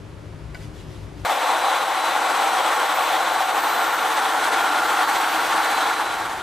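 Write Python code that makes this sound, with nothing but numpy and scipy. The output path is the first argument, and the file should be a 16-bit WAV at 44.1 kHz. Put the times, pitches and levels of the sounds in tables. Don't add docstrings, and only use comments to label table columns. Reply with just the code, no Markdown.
import sys
import numpy as np
from scipy import signal
from scipy.fft import rfft, irfft, next_fast_len
from scipy.io import wavfile
from scipy.ndimage import uniform_filter1d, map_coordinates

SR = 44100
rng = np.random.default_rng(int(sys.argv[2]) if len(sys.argv) > 2 else 0)


def wav_record(signal):
    frames = np.transpose(np.atleast_2d(signal))
    bounded = np.clip(frames, -1, 1)
    quanta = np.round(bounded * 32767).astype(np.int16)
    wavfile.write(sys.argv[1], SR, quanta)


def how_loud(loudness_db):
    steps = np.asarray(loudness_db, float) / 20
    return 10 ** steps


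N = 283122

CUT_S = 1.2482
DISSOLVE_S, DISSOLVE_DB_PER_S = 5.86, 16

# (frequency [Hz], width [Hz], level [dB])
ROOM_MODES = [(56, 11, -0.5), (72, 17, -7), (104, 9.9, 0.5), (150.6, 7.7, -2.5), (163, 6.4, -6.5),
              (300, 15, -10), (350, 14, -15.5), (386, 20, -19)]
# (frequency [Hz], density [dB per Hz])
SHOP_AIR = [(120, -10.5), (200, -5.5), (322, -14.5), (371, -1.5), (466, -11.5), (576, -9), (711, -14),
            (1140, -15.5), (10000, -39), (11800, -41), (13500, -60.5)]
SHOP_AIR_DB = -44.5
SHOP_DB, SETTLE_DB = -37, 2.5
DUCKED_DB, CREEP_DB_PER_S, RETURN_DB_PER_S = -66, 1.5, 17
# (frequency [Hz], left-right likeness [-1 to 1])
SHOP_LIKENESS = [(60, 0.89), (180, 1), (540, 0.69), (1610, 0.53), (4840, 0.75), (14500, 0.21)]

# (frequency [Hz], density [dB per Hz])
CLOTH = [(880, -41), (1500, -16), (1820, -6), (2090, -15), (2910, -6), (12200, -21), (13500, -31)]
# (peak time [s], level [dB], rise [s], fall [s])
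STROKES = [
    (.56, -54, .012, 0.019),
    (.63, -53, 0.048, 0.053),
    (.8, -54, 0.068, .035),
    (.92, -56.5, .07, 0.19),
    (1.21, -58, .04, .05),
]
# (time [s], peak level [dB], brightness [dB per octave])
CLICKS = [
    (.5458, -29, 2.5),
    (.5520, -26, -9),
    (.606, -44, 4),
    (.6155, -41, 2),
    (.631, -46, 5),
    (.644, -45, 4),
]
# (frequency [Hz], level [dB], 60 dB decay [s])
PART_MODES = [(700, -12, .03), (1050, -12, .03), (1486, -3, .065), (2003, -1, .035), (2250, -2, .045),
              (3000, -9, .02), (3700, -12, .02), (4850, -8, .03), (7300, -18, .02)]

# (time [s], shaft speed [Hz])
SPEED = [(1.26, 435.3), (1.8, 438.8), (2.2, 442.0), (2.8, 445.0), (3.2, 445.4), (3.82, 448.8), (4.0, 446.9),
         (4.2, 443.1), (4.56, 438.3), (5.0, 445.3), (5.42, 453.2), (5.6, 449.1), (6.0, 444.9),
         (6.42, 437.5)]
# (multiple of shaft speed [ratio], level [dB], loudest time [s])
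SHAFT_LINES = [(1, -50, 4.8), (4, -46, 4.0), (5, -50, 2.0), (5, -50, 5.6), (8, -51, 3.2), (8.18, -50, 2.2),
               (8.79, -52, 5.4), (9.2, -52, 4.7), (10, -52, 5.2), (10.22, -49, 5.4), (11.77, -56, 3.0),
               (12, -53, 2.9), (12, -52, 5.2), (14, -55, 3.2), (22, -57, 1.8), (24, -59, 2.0)]
MESH_DB, OVERTONE_DB, BARS_DB = -53, -56, -52.5
# (multiple of shaft speed [ratio], middle time [s], half length [s], level [dB])
FLARES = [(9, 1.64, .22, -41), (9, 2.05, .08, -40), (9, 2.45, .2, -46), (9, 3.2, .3, -45),
          (9, 3.73, .08, -41), (9, 4.75, .15, -47), (9, 5.17, .07, -46), (9, 5.8, .16, -40),
          (9, 6.08, .2, -41), (18, 1.55, .25, -50), (18, 2.6, .6, -45), (18, 3.6, .45, -47),
          (18, 4.55, .2, -50), (18, 5.3, .3, -50), (31, 1.3, .1, -49), (31, 3.0, .3, -49),
          (31, 3.75, .4, -45), (31, 5.3, .5, -47)]

# (frequency [Hz], width [Hz], near level [dB], far level [dB])
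HOUSING = [(448, 37, -13, -6), (522, 57, -6, -21), (620, 79, -8.5, -11.5), (768, 105, 0.5, 0),
           (879, 118, -2, -0.5), (1097, 176, -2, -1.5), (1310, 125, -10, -9), (1389, 102, -7.5, -2),
           (1526, 410, -9.5, -5)]
# (frequency [Hz], width [Hz], level [dB])
SLAB = [(314.6, 70, -1.5), (371, 96, -7), (462, 88, -3)]
SLAB_GAP_HZ = 415
# (frequency [Hz], width [Hz], level [dB])
COVER = [(1395, 55, 0)]
# (time [s], half length [s], level [dB])
COVER_RINGS = [
    (2.25, 0.16, -31),
    (3.85, 0.078, -25.5),
    (4.75, .33, -29),
]
# (frequency [Hz], density [dB per Hz])
GRIND = [(880, -35), (1500, -5), (1670, -10.5), (1830, -3), (2780, -8), (3510, -6), (4090, -11),
         (4910, -21.5), (5600, -21.5), (7280, -24), (12300, -120)]
# (frequency [Hz], density [dB per Hz])
TOOL_AIR = [(2650, -26), (4500, -3.5), (4950, -8.5), (6170, -4.5), (6840, -8), (8080, -3.5), (8840, -8),
            (11800, -10.5), (13200, -16.5)]
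ROAR_DB = -21.5
# (near corner [dB], far corner [dB])
GRIND_DB = (-8, -9)
AIR_DB = (-17, -15)
DRONE_DB = (-18, -12)
# (time [s], way across the slab [0 to 1])
ACROSS = [(1.25, 0.08), (2.0, 0.14), (2.4, 0.38), (3.0, 0.25), (3.7, 0.52), (4.7, 0.82), (6.4, 0.76)]
# (time [s], drop [dB], length [s])
EASES = [(1.82, 1.5, 0.059), (1.958, 0.5, 0.055), (2.566, 0.5, 0.021), (2.876, 1, 0.044), (3.44, 1.2, 0.17),
         (3.957, 2, 0.022), (4.414, 1.5, 0.025), (5.298, 3.5, 0.029), (5.948, 4, 0.017)]
# (frequency [Hz], left-right likeness [-1 to 1])
TOOL_LIKENESS = [(60, 0.7), (180, 0.91), (540, 0.98), (1610, 0.93), (4840, 0.85), (14500, 0.78)]

# (frequency [Hz], left over right [dB])
LEFT_DB = [(60, 5.8), (180, 5.5), (540, 1.6), (1610, 0.92), (4840, 1.2), (14500, 1.7)]
# (frequency [Hz], left lead [radians])
LEFT_LEAD = [(60, 0.33), (380, -0.71), (1700, -0.016), (7000, -0.19)]
STEREO_TOP_HZ = 11400
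QUIET_TOP_HZ, BUSY_TOP_HZ, TOOL_TOP_HZ, WHINE_TOP_HZ = 12550, 13200, 13820, 14470
TOP_OPENS_HZ, TOP_SHUTS_S = 441, 6.05


def unit(x):
    return x / np.sqrt(np.mean(x ** 2) + 1e-20)


def along(points, hz):
    f, v = np.transpose(points)
    return np.interp(np.log(hz + 1), np.log(f + 1), v)


def curves(rows):
    s, *columns = np.transpose(rows)
    return [np.interp(np.arange(N) / SR, s, column) for column in columns]


def wobble(rate):
    knots = rng.standard_normal(int(N * 80 / SR) + 4)
    return map_coordinates(knots, [np.arange(N) * min(rate, 80) / SR])


def bump(s, rise, fall):
    t = np.arange(N) / SR - s
    return np.exp(-(t / np.where(t < 0, rise, fall)) ** 2)


def fade_db():
    return -DISSOLVE_DB_PER_S * np.maximum(np.arange(N) / SR - DISSOLVE_S, 0)


def filtered(x, response):
    size = next_fast_len(N + 8192)
    return irfft(rfft(x, size) * response(np.fft.rfftfreq(size, 1 / SR)), size)[..., :N]


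def modes(rows):
    def gain(f):
        return np.sqrt(sum(np.abs(how_loud(db) * f * w / (c * c - f * f + 1j * f * w)) ** 2
                           for c, w, db in rows))
    return gain


def shape(points):
    return lambda hz: how_loud(along(points, hz))


def rush(gain, likeness, patchy_db, grit=0):
    raw = rng.standard_normal((2, N)) * how_loud(grit * np.minimum(rng.exponential(size=N), 5))
    z = signal.stft(raw, nperseg=512)[2]
    patches = uniform_filter1d(rng.standard_normal(z.shape[1:]), size=8, axis=0)
    patches = uniform_filter1d(patches, size=8, axis=1)
    pair = signal.istft(z * how_loud(patchy_db * unit(patches)), nperseg=512)[1][:, :N]

    def mid_side(hz):
        turn = np.arccos(np.clip(along(likeness, hz), -1, 1)) / 2
        return gain(hz) * np.array([np.cos(turn), np.sin(turn)])

    mid, side = filtered(pair, mid_side)
    return unit(np.array([mid + side, mid - side]))


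def workshop(before):
    t = np.arange(N) / SR
    return_db = -fade_db() * RETURN_DB_PER_S / DISSOLVE_DB_PER_S
    under_db = DUCKED_DB + CREEP_DB_PER_S * (t - CUT_S) + return_db
    open_db = SHOP_DB - SETTLE_DB * np.exp(-t / 0.25)
    rumble_db = under_db + (open_db - under_db) * np.clip((CUT_S + 0.01 - t) / 0.0084, 0, 1)

    def room(hz):
        return modes(ROOM_MODES)(hz) ** 0.98 / np.sqrt(1 + (28 / (hz + 1)) ** 4)

    rumble = how_loud(rumble_db - 0.3 + 0.4 * wobble(14)) * rush(room, SHOP_LIKENESS, patchy_db=0)
    air_db = np.where(before, SHOP_AIR_DB, rumble_db + 4)
    return rumble + how_loud(air_db) * rush(shape(SHOP_AIR), SHOP_LIKENESS, patchy_db=0.5)


def rustle():
    return sum(how_loud(db) * bump(s, rise, fall) for s, db, rise, fall in STROKES)


def click(peak_db, tilt_db):
    t = np.arange(SR // 8) / SR
    ring = 0
    for hz, level_db, t60 in PART_MODES:
        decay = how_loud(level_db + tilt_db * np.log2(hz / 1500) - 60 * t / t60)
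        ring = ring + decay * np.sin(2 * np.pi * (hz * t + rng.random()))
    noise = uniform_filter1d(rng.standard_normal(len(t)), size=5)
    crack = how_loud(1.5 * tilt_db - 60 * t / 0.02) * noise
    onset = 1 - np.exp(-t / 0.0003)
    return how_loud(peak_db - 6) * (ring + crack) * onset


def hands():
    cloth = rush(shape(CLOTH), SHOP_LIKENESS, patchy_db=1.5, grit=2.9)
    out = how_loud(3.0) * rustle() * (np.arange(N) < CUT_S * SR) * cloth
    for s, peak_db, tilt_db in CLICKS:
        snap = click(peak_db, tilt_db)
        start = round(s * SR)
        out[:, start:start + len(snap)] += snap
    return out


def motor():
    t = np.arange(N) / SR
    speed, = curves(SPEED)
    slow_turns = np.cumsum(speed) / SR
    sag = 0.0035 * np.sin(2 * np.pi * slow_turns / 27 + wobble(4))
    sag += 0.0009 * wobble(11) + 0.0015 * wobble(45)
    sag_turns = np.cumsum(speed * sag) / SR
    tooth_error = unit(uniform_filter1d(rng.standard_normal(N), size=180))

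    def flared(k, steady_db):
        flares = sum(how_loud(2 * db) * bump(s, half, half) ** 2 for m, s, half, db in FLARES if m == k)
        return fade_db() + 10 * np.log10(how_loud(2 * steady_db) + flares)

    def tone(k, db, shake_db, blur, follow):
        turns = k * (slow_turns + follow * sag_turns) + rng.random()
        turns = turns + blur * (wobble(70) + 0.63 * tooth_error)
        return np.sqrt(2) * how_loud(db + shake_db * wobble(45)) * np.sin(2 * np.pi * turns)

    whine = np.zeros(N)
    for k, db, s in SHAFT_LINES:
        facing_db = 1 - 8 * (1 - np.exp(-((t - s) / 0.9) ** 2))
        whine += tone(k, db + fade_db() + facing_db, shake_db=2, blur=0.03, follow=0.3)
    whine += tone(9, flared(9, MESH_DB) + 2.2, shake_db=1.8, blur=0.04, follow=0.3)
    whine += tone(18, flared(18, OVERTONE_DB) - 1.5, shake_db=2, blur=0.2, follow=0.8)
    whine += tone(31, flared(31, BARS_DB) + 1.2, shake_db=2.8, blur=0.14, follow=1)
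    return whine, slow_turns


def pads(turns):
    far = np.clip(curves(ACROSS)[0], 0, 1)
    angle = far * np.pi / 2
    ease_db = sum(db * bump(s, length / 2, length * 1.25) for s, db, length in EASES)
    roar_db = ROAR_DB + fade_db() - ease_db
    grind_db, air_db, drone_db = (near + (end - near) * far for near, end in (GRIND_DB, AIR_DB, DRONE_DB))
    load = 0.2 * wobble(14) + 0.75 * wobble(32) + 0.55 * wobble(70)
    load += 0.6 * np.sin(2 * np.pi * turns / 27 + wobble(4))

    def gap(hz):
        return 1 - 0.59 * np.exp(-((hz - SLAB_GAP_HZ) / 25) ** 2)

    def housing(side):
        rows = [(c, w, db[side]) for c, w, *db in HOUSING]
        return rush(lambda hz: modes(rows)(hz) ** 1.36 * gap(hz), TOOL_LIKENESS, patchy_db=0.33, grit=2.2)

    roar = np.cos(angle) * housing(side=0) + np.sin(angle) * housing(side=1)
    roar = how_loud(0.58 + 0.81 * load) * roar
    drone = rush(lambda hz: modes(SLAB)(hz) ** 1.53 * gap(hz), TOOL_LIKENESS, patchy_db=0.1)
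    drone = how_loud(drone_db - 3.0 + 0.58 * load) * drone
    grind = rush(shape(GRIND), TOOL_LIKENESS, patchy_db=1.1, grit=2.2)
    grind = how_loud(grind_db + 0.4 * ease_db + 1.05 * load) * grind
    air = rush(shape(TOOL_AIR), TOOL_LIKENESS, patchy_db=1.0, grit=2.4)
    air = how_loud(air_db + 0.5 * ease_db + 1.17 + 1.0 * load) * air
    cover = rush(lambda hz: modes(COVER)(hz) ** 2, TOOL_LIKENESS, patchy_db=1.5)
    cover = cover * sum(how_loud(db) * bump(s, half, half) for s, half, db in COVER_RINGS)
    return how_loud(roar_db) * (roar + drone + grind + air) + cover


def scene():
    t = np.arange(N) / SR
    whine, turns = motor()
    opened = np.clip((t - CUT_S) / 0.0015, 0, 1)
    opened += 0.04 * np.clip((t - CUT_S + 0.014) / 0.004, 0, 1) * (t < CUT_S)
    pan_db = np.outer([0.5, -0.5], np.interp(t, [1.3, 6.0], [0.6, -0.6]))
    tool = opened * how_loud(pan_db) * (pads(turns) + whine)
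    return workshop(t < CUT_S) + hands() + tool


def top_cut(x):
    return signal.sosfilt(signal.butter(12, 15090, fs=SR, output="sos"), x)


def record(dry):
    def ports(hz):
        between = how_loud(along(LEFT_DB, hz)) * np.exp(1j * along(LEFT_LEAD, hz))
        return np.array([between ** side for side in (0.5, -0.5)])

    heard = filtered(dry, ports)
    heard = heard / (1 + np.abs(heard / 0.47) ** 5) ** (1 / 5)
    hz, t, z = signal.stft(heard, SR, nperseg=2048)
    frame = np.minimum(t * SR, N - 1).astype(int)
    busy = (rustle() * how_loud(60) + 0.9 * wobble(8))[frame] > 0.6
    shop_top = np.where(busy, BUSY_TOP_HZ, QUIET_TOP_HZ)
    fast = (curves(SPEED)[0] + 1.6 * wobble(25))[frame] - TOP_OPENS_HZ
    opening = np.clip(fast / 1.5 + 0.5, 0, 1) * (t < TOP_SHUTS_S)
    tool_top = TOOL_TOP_HZ + (WHINE_TOP_HZ - TOOL_TOP_HZ) * opening - 40 * np.abs(wobble(30)[frame])
    top = np.where(t < CUT_S - 0.01, shop_top, tool_top)
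    narrow = 0.8 * z.mean(axis=0) + 0.2 * z
    z = np.where(hz[:, None] > STEREO_TOP_HZ, narrow, z)
    z = z * (hz[:, None] < top)
    mix = signal.istft(z, SR, nperseg=2048)[1][:, :N]
    return top_cut(mix)


dry = scene()
out = record(dry)
wav_record(out)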